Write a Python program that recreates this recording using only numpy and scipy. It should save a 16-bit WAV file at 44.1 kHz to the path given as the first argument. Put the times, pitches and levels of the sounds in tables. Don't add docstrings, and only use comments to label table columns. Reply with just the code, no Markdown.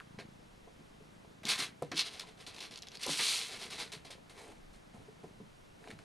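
import sys
import numpy as np
from scipy import signal
from scipy.fft import rfft, irfft, next_fast_len
from scipy.io import wavfile
from scipy.ndimage import uniform_filter1d, map_coordinates

SR = 44100
rng = np.random.default_rng(int(sys.argv[2]) if len(sys.argv) > 2 else 0)


def nominal_scale(level):
    x = np.asarray(level, float) / 20
    return 10 ** x


def put_to_file(sound):
    columns = np.atleast_2d(sound).T
    safe = np.clip(columns, -1, 1)
    whole_steps = np.round(safe * 32767)
    wavfile.write(sys.argv[1], SR, whole_steps.astype(np.int16))


N = 266692

# frequency in Hz, density in dB per Hz.
HISS_MID = [(35, -35), (60, -3), (165, -0.5), (330, -7.5), (569, -9.5), (4510, -20.5), (11900, -30),
            (13000, -50)]
# frequency in Hz, density in dB per Hz.
HISS_SIDE = [(12, -36.5), (20, -2), (59, -14), (330, -5), (700, -8), (1320, -15), (3900, -24), (6000, -80)]
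# frequency in Hz, density in dB per Hz.
AIR = [(12, -10), (27, -3), (42, -8.5), (70, -16), (150, -60)]
# frequency in Hz, 60 dB decay time in s.
BOX_DECAY = [(150, 0.48), (600, 0.11), (3000, 0.17), (10000, 0.06)]

# time in s, level in dB.
PURR = [(0.0, -64), (0.27, -57.5), (0.49, -71), (1.6, -60), (2.02, -72), (2.51, -66.5), (2.75, -85),
        (2.96, -72), (3.8, -63.5), (4.6, -70.5), (5.24, -64), (5.71, -77), (5.86, -62), (6.05, -65)]
# frequency in Hz, width in Hz, level in dB.
CHEST = [(102, 180, -7.5), (192, 134, 2.5)]

# frequency in Hz, level in dB.
PANEL_MODES = [(156, 0.5), (215, -4.5), (278, 0.5), (330, -17), (420, -2.5), (511, 0.5), (689, 2.5),
               (985, 6), (1250, 5)]
# start in s, peak in dB, pitch of the struck spot in Hz.
KNOCKS = [(1.451, -36.5, 222), (1.821, -25, 506), (1.915, -39.5, 316), (2.705, -48.5, 231),
          (3.063, -33, 510), (3.08, -34, 291), (3.068, -36.5, 895), (3.091, -32, 556), (3.105, -48, 276),
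          (3.194, -41, 523), (4.049, -49.5, 567), (4.1, -48, 534), (4.15, -51.5, 516), (4.18, -50.5, 517),
          (2.235, -46, 1050)]
# start in s, peak in dB, pitch of the struck spot in Hz.
STEPS = [(.178, -44.5, 211), (.187, -39, 463), (.671, -47.5, 463), (.4, -56, 480), (.793, -49.5, 227),
         (.805, -53, 330), (1.005, -50.5, 410), (1.243, -51.5, 845), (1.245, -58, 434), (.675, -53, 680),
         (4.944, -46.5, 208), (4.995, -53.5, 263), (5.082, -46.5, 420), (5.233, -48, 258),
         (5.239, -40.5, 378), (5.399, -47.5, 420), (5.403, -42, 205), (5.871, -42.5, 710),
         (5.894, -47, 306), (5.924, -47, 202), (5.989, -53, 258), (3.965, -50, 129), (4.47, -54, 333),
         (4.505, -52, 303), (4.98, -51, 105), (5.41, -52, 125), (5.93, -49.5, 112)]
# start in s, peak in dB, pitch of the spot in Hz.
BOOMS = [
    (1.59, -45, 292),
    (1.933, -38.5, 320),
    (3.085, -35.5, 291),
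]
# decay time of a 400 Hz spot in s, contact in ms, loss of neighbouring modes in dB per octave.
KNOCK_TOUCH, STEP_TOUCH, BOOM_TOUCH = (0.047, 1.16, 6.5), (0.04, 2.6, 9.1), (0.08, 2, 13)

# start in s, peak in dB, pitch in Hz.
CATCHES = [(.0004, -35.5, 2080), (0.1865, -42, 2110), (1.917, -29, 4170), (3.0135, -36, 3790),
           (3.9185, -36, 4100), (4.0495, -51, 4240), (4.108, -45, 4190), (5.841, -42, 1840),
           (5.874, -43.5, 1770), (5.885, -44.5, 3630), (5.9044, -38, 1970), (5.9123, -35.5, 1920),
           (5.9895, -43, 1700), (5.9891, -46, 3560), (.006, -38.5, 1270)]
# start in s, peak in dB, pitch in Hz.
RIPS = [(1.4335, -53, 8600), (1.4525, -24.5, 4270), (1.489, -21, 4300), (1.8213, -44, 2200),
        (1.8235, -39.5, 8560), (2.1949, -30, 3960), (2.197, -35, 9200), (3.0323, -25.5, 3990),
        (3.064, -26.5, 6540), (3.7027, -37, 4100), (4.2961, -45, 3170)]
# start in s, peak in dB, pitch in Hz.
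TICKS = [(2.4074, -41, 3980), (2.4244, -44, 2660), (2.4648, -35, 3900), (2.5456, -40, 4000),
         (2.5631, -38, 4020), (2.5824, -39, 3000), (2.5894, -38, 3200), (2.604, -32, 3900),
         (2.7107, -41, 3970), (2.7387, -37, 4170), (2.7581, -32, 4170), (2.7751, -34, 3990),
         (2.7884, -38, 4970), (2.821, -34, 4970), (2.8244, -34, 4300), (2.8314, -40, 2730),
         (2.8699, -37, 3500), (2.8848, -34, 4070), (2.9173, -40, 4340), (2.9537, -32, 4010),
         (2.9714, -34, 3940)]
CATCH_FIBRE_DB, RIP_FIBRE_DB, TICK_FIBRE_DB = -18, -7, -11

# frequency in Hz, width in Hz, level in dB.
PAPER = [(3144, 1420, -4.5), (3580, 250, 1), (4010, 525, -2.5), (5720, 3900, -9)]
# frequency in Hz, width in Hz, level in dB.
BOARD = [(234, 48, -5.5), (420, 137, -3), (495, 112, -1.5), (763, 230, -5.5)]
# frequency in Hz, width in Hz, level in dB.
PAD = [(1067, 500, -2), (2133, 340, 0), (2710, 90, -6.5), (1830, 470, -5.5)]
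# frequency in Hz, width in Hz, level in dB.
FIBRE = [(6300, 1970, 0.5), (9150, 1300, 2), (11160, 2400, -8)]

# touch in s, swell in s, peak in dB, touch below peak in dB,
# fade in s per 20 dB.
RAKES = [
    (1.456, 0.011, -40, 13, 0.0934),
    (1.481, 0.018, -31, 8, 0.0778),
    (1.5, 0.017, -30.5, 2, 0.062),
    (1.575, 0.031, -34.5, 8.5, 0.035),
    (1.62, .015, -38.5, -3, 0.05),
]
# touch in s, swell in s, peak in dB, touch below peak in dB,
# fade in s per 20 dB.
GROPES = [(4.046, .008, -54, 0, 0.068), (4.103, 0.013, -49.5, 0, 0.049), (1.938, 0.04, -30.5, 29, 0.045),
          (1.99, 0.016, -30.5, -2.5, 0.034), (2.04, 0.03, -41.5, 11, 0.04), (2.09, 0.045, -51, 11, 0.14),
          (2.196, 0.0011, -36, -10, 0.006), (2.205, 0.016, -54, -7, 0.05), (2.26, 0.026, -58.5, 11, 0.053),
          (2.37, 0.039, -56.5, 15, 0.064), (2.465, 0.021, -50.5, -1, .052), (2.513, 0.074, -54.5, 8, 0.035),
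          (2.604, 0.039, -48.5, -2, .06), (2.707, .001, -50.5, -10, 0.1), (2.757, 0.022, -50, 17, 0.012),
          (2.822, .001, -58.5, 3, .048), (2.87, 0.00066, -54, 0, 0.02), (2.904, 0.051, -51.5, 17, .035)]
# touch in s, swell in s, peak in dB, touch below peak in dB,
# fade in s per 20 dB.
SLIDES = [
    (2.99, 0.049, -39.5, 21, 0.069),
    (3.075, 0.047, -35.5, 7, 0.17),
    (3.17, 0.056, -33, 5, .25),
    (3.242, 0.087, -34, -0.5, 0.21),
    (3.4, 0.0128, -39, 2, 0.079),
]
# touch in s, swell in s, peak in dB, touch below peak in dB,
# fade in s per 20 dB.
PADDLES = [
    (3.48, 0.048, -46.5, 7, 0.13),
    (3.585, 0.043, -46, 6, 0.096),
    (3.702, .028, -46, 1.5, 0.1),
    (3.776, 0.033, -41, 8, .075),
    (3.919, 0.014, -46.5, 1, 0.056),
    (4.296, .001, -59, 4, .064),
    (4.73, 0.014, -67, 5, 0.052),
]
# touch in s, swell in s, peak in dB,
# touch below peak in dB, fade in s per 20 dB.
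RUSTLES = [
    (1.821, 0.0012, -58, 0, 0.051),
    (4.328, 0.059, -59, 21, 0.2),
    (4.4, 0.12, -67, -3.5, 0.043),
    (4.93, 0.014, -73.5, 9, 0.24),
    (5.23, .012, -74, -4, 0.1),
    (5.8, .07, -70, 7, .05),
    (5.872, 0.021, -62.5, 5, .037),
    (5.9, 0.014, -63, -4, 0.051),
    (5.988, .001, -68, -4, 0.061),
]
# touch in s, swell in s, peak in dB, touch below peak in dB,
# fade in s per 20 dB.
PATS = [
    (0, .001, -67, 0, 0.022),
    (.186, 0.016, -53, 3, 0.039),
    (1.431, 0.011, -55.5, -1.5, .05),
    (1.914, 0.0019, -43.5, 5, .03),
    (3.064, .004, -49, 2.5, 0.066),
    (3.19, 0.013, -41, 3, 0.044),
]

# share of a -45 dB stroke in dB, change in dB per dB of peak.
RAKE_SHARES = [(-9.5, -0.75), (-3, -0.24), (-8.5, 0.13)]
GROPE_SHARES = [(-13.5, -0.81), (-8, -0.29), (-9.5, -0.22)]
SLIDE_SHARES = [(-12, -1.06), (-6, -0.47), (-8.5, 0.29)]
PADDLE_SHARES = [(-9.5, -0.33), (-5.5, -0.1), (-6.5, -0.28)]
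RUSTLE_SHARES = [(-5, -0.59), (-3.5, -0.21), (-5.5, -0.19)]
PAT_SHARES = [(-3, -0.25), (2, 0.33), (-15, -0.26)]
SWELL_FOLLOWS = [0.76, 0.72, 0.96]
FADE_FOLLOWS = [0.92, 0.74, 0.94]


def unit(x):
    return x / np.sqrt(np.mean(x ** 2) + 1e-20)


def along(points, hz):
    f, v = np.transpose(points)
    return np.interp(np.log(hz + 1), np.log(f + 1), v)


def wobble(rate):
    knots = rng.standard_normal(int(N * rate / SR) + 4)
    return map_coordinates(knots, [np.arange(N) * rate / SR])


def filtered(x, response):
    m = next_fast_len(len(x) + SR // 4)
    return irfft(rfft(x, m) * response(np.fft.rfftfreq(m, 1 / SR)), m)[:len(x)]


def resonant(modes):
    def response(f):
        return sum((-1) ** k * nominal_scale(db) * 1j * f * width / (hz * hz - f * f + 1j * f * width)
                   for k, (hz, width, db) in enumerate(modes))
    return response


def hiss(spectrum, level_db):
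    return nominal_scale(level_db) * unit(filtered(rng.standard_normal(N), lambda f: nominal_scale(along(spectrum, f))))


def slow_air(loud_db):
    puff_db = 9.8 * np.exp(-((np.arange(N) / SR - 4.68) / 0.09) ** 2)
    ducking_db = 0.52 * uniform_filter1d(np.maximum(loud_db + 57, 0), SR // 2)
    return nominal_scale(-68 + 2.5 * wobble(3.3) + puff_db - ducking_db) * hiss(AIR, 0)


def box(x):
    hz, t, z = signal.stft(rng.standard_normal((2, SR // 3)), SR, nperseg=256)
    decay = nominal_scale(-60 * t / along(BOX_DECAY, hz)[:, None])
    tail = signal.istft(z * decay, SR, nperseg=256)[1]
    tail /= np.linalg.norm(tail[0])
    delayed = np.pad(x, (120, 0))
    common, apart = signal.fftconvolve(delayed[None], tail, axes=1)[:, :N]
    apart = nominal_scale(-9) * filtered(apart, lambda f: 0.7 + 1 / (1 + (f / 700) ** 2))
    return np.array([common + apart, common - apart])


def purr():
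    times, levels = np.transpose(PURR)
    level_db = np.interp(np.arange(N) / SR, times, levels)
    beats_per_s = 27.9 * (1 + 0.03 * wobble(1.5) + 0.06 * wobble(20))
    beats = np.diff(np.floor(np.cumsum(beats_per_s) / SR), prepend=0)
    sizes = nominal_scale(np.clip(1.7 * rng.standard_normal(N), -5, 3))

    def chest(f):
        return resonant(CHEST)(f) / (1 + 1j * f / 300) ** 2

    return nominal_scale(level_db + 0.5) * unit(filtered(beats * sizes, chest))


def knocks():
    out, t = np.zeros(N + SR), np.arange(SR // 3) / SR
    kinds = (KNOCKS, KNOCK_TOUCH), (STEPS, STEP_TOUCH), (BOOMS, BOOM_TOUCH)
    blows = [(*row, *touch) for rows, touch in kinds for row in rows]
    for s, db, spot_hz, t60, contact_ms, loss_db in blows:
        modes = PANEL_MODES + [(spot_hz, 3)]
        ring = np.zeros(len(t))
        for (hz, mode_db), luck in zip(modes, rng.standard_normal(len(modes))):
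            far_db = -loss_db * abs(np.log2(hz / spot_hz))
            decay = nominal_scale(-60 * t / (t60 * (400 / hz) ** 0.73))
            ring += nominal_scale(mode_db + far_db + 2 * luck) * decay * np.sin(2 * np.pi * hz * t)
        ring *= (1 - np.exp(-1000 * t / contact_ms)) ** 2
        out[round(s * SR):][:len(t)] += nominal_scale(db) * ring / np.abs(ring).max()
    return out[:N]


def snags():
    out, t = np.zeros(N + SR), np.arange(SR // 20) / SR
    kinds = (CATCHES, CATCH_FIBRE_DB), (RIPS, RIP_FIBRE_DB), (TICKS, TICK_FIBRE_DB)
    for s, db, hz, fibre_db in [(*row, fibre) for rows, fibre in kinds for row in rows]:
        t60 = 0.009 * nominal_scale(0.6 * max(db + 34, 0))
        force = 0.33 * rng.standard_normal(len(t)) * nominal_scale(-60 * t / t60)
        force[0] = 1
        claw = filtered(force, lambda f: resonant([(hz, hz, 0)])(f) ** 3)
        fibre = filtered(force, lambda f: resonant([(9200, 4500, 0)])(f) ** 2)
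        snag = claw / np.abs(claw).max() + nominal_scale(fibre_db - 2) * fibre / np.abs(fibre).max()
        out[round((s + 0.0005) * SR):][:len(t)] += nominal_scale(db - 1) * snag
    return out[:N]


def slips(per_s, spread_db, smooth_db):
    chance = rng.random(N)
    sign = np.sign(rng.standard_normal(N))
    size = np.minimum(rng.exponential(size=N), 2.5)
    jumps = (chance < per_s / SR) * sign * nominal_scale(spread_db * size) / np.sqrt(per_s)
    return unit(unit(jumps) + nominal_scale(smooth_db) * rng.standard_normal(N))


def stroke_levels():
    t, out = np.arange(SR) / SR, np.zeros((4, N))
    touch_s = 0.0022
    dwell = 1.086
    kinds = ((RAKES, RAKE_SHARES), (GROPES, GROPE_SHARES), (SLIDES, SLIDE_SHARES),
             (PADDLES, PADDLE_SHARES), (RUSTLES, RUSTLE_SHARES), (PATS, PAT_SHARES))
    for rows, shares in kinds:
        share_db, change = np.transpose([(0, 0), *shares])
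        for s, swell, db, touch_db, fade in rows:
            part = out[:, round(s * SR):][:, :SR]
            u = t[:part.shape[1]]
            swell, fade = max(swell, 0.0005), max(fade, 0.005)
            swell_db = -touch_db * np.maximum(1 - u / swell, 0) ** dwell
            fade_db = -20 * (np.maximum(u - swell, 0) / fade) ** dwell
            peak_db = db + share_db + change * (db + 45)
            level_db = (peak_db[:, None] + np.outer([1, *SWELL_FOLLOWS], swell_db)
                        + np.outer([1, *FADE_FOLLOWS], fade_db))
            part[:] = np.maximum(part, np.minimum(u / touch_s, 1) * nominal_scale(level_db))
    return out


def steep(drive, modes):
    hz = modes[1][0]
    return filtered(drive, lambda f: resonant(modes)(f) * resonant([(hz, 1.5 * hz, 0)])(f))


def scraping():
    strokes = stroke_levels()
    contact = np.clip(strokes[0] / nominal_scale(-32), 0.1, 1) ** 0.4
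    grip = nominal_scale(0.21 * wobble(60) + 0.4 * wobble(220))
    force = unit(grip * slips(3000 * contact, spread_db=4, smooth_db=-4))
    shove = unit(0.65 * force + grip * rng.standard_normal(N))
    tearing = unit(0.48 * force + grip * slips(7000 * contact, spread_db=12, smooth_db=-5))
    out = np.zeros(N)
    for drive, stroke, modes in zip((force, shove, force, tearing), strokes, (PAPER, BOARD, PAD, FIBRE)):
        out += steep(drive * stroke, modes) / np.std(steep(drive, modes))
    return out


def scene():
    kitten = scraping() + snags() + knocks()
    return kitten + nominal_scale(-10.5) * box(kitten) + purr()


def joint_stereo(x, masked_db, stray):
    top_hz, stereo_top_hz = 12550, 4000
    hz, _, (mid, side) = signal.stft(np.array([x[0] + x[1], x[0] - x[1]]) / 2, SR, nperseg=2048)
    band = (hz // 172).astype(int)
    power = np.add.reduceat(np.abs([mid, side]) ** 2, np.arange(0, len(hz), 8), axis=1)
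    audible = power[0] < nominal_scale(2 * masked_db) * power[1]
    strays = np.repeat(rng.random(power[0].shape) < stray, 3, axis=1)
    keep = audible | strays[:, :power.shape[2]]
    side = side * keep[np.minimum(band, len(keep) - 1)] * (hz < stereo_top_hz)[:, None]
    mid = mid * (hz < top_hz)[:, None]
    mid, side = signal.istft(np.array([mid, side]), SR, nperseg=2048)[1][:, :N]
    return np.array([mid + side, mid - side])


def low_pass(x):
    return signal.sosfilt(signal.butter(12, 13350, fs=SR, output="sos"), x)


def record(dry):
    loud_db = 10 * np.log10(np.abs(uniform_filter1d(dry.mean(0) ** 2, SR // 6)) + 1e-12)
    over_db = uniform_filter1d(np.maximum(loud_db + 43, 0), SR // 5)
    mid, side = hiss(HISS_MID, -62), hiss(HISS_SIDE, -61.5)
    air = slow_air(loud_db)
    capsules = nominal_scale(-0.3 * over_db) * np.array([mid + air + side, mid + 0.8 * air - side])
    mix = joint_stereo(dry + capsules, masked_db=10.5, stray=0.084)
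    return low_pass(mix)


dry = scene()
out = record(dry)
put_to_file(out)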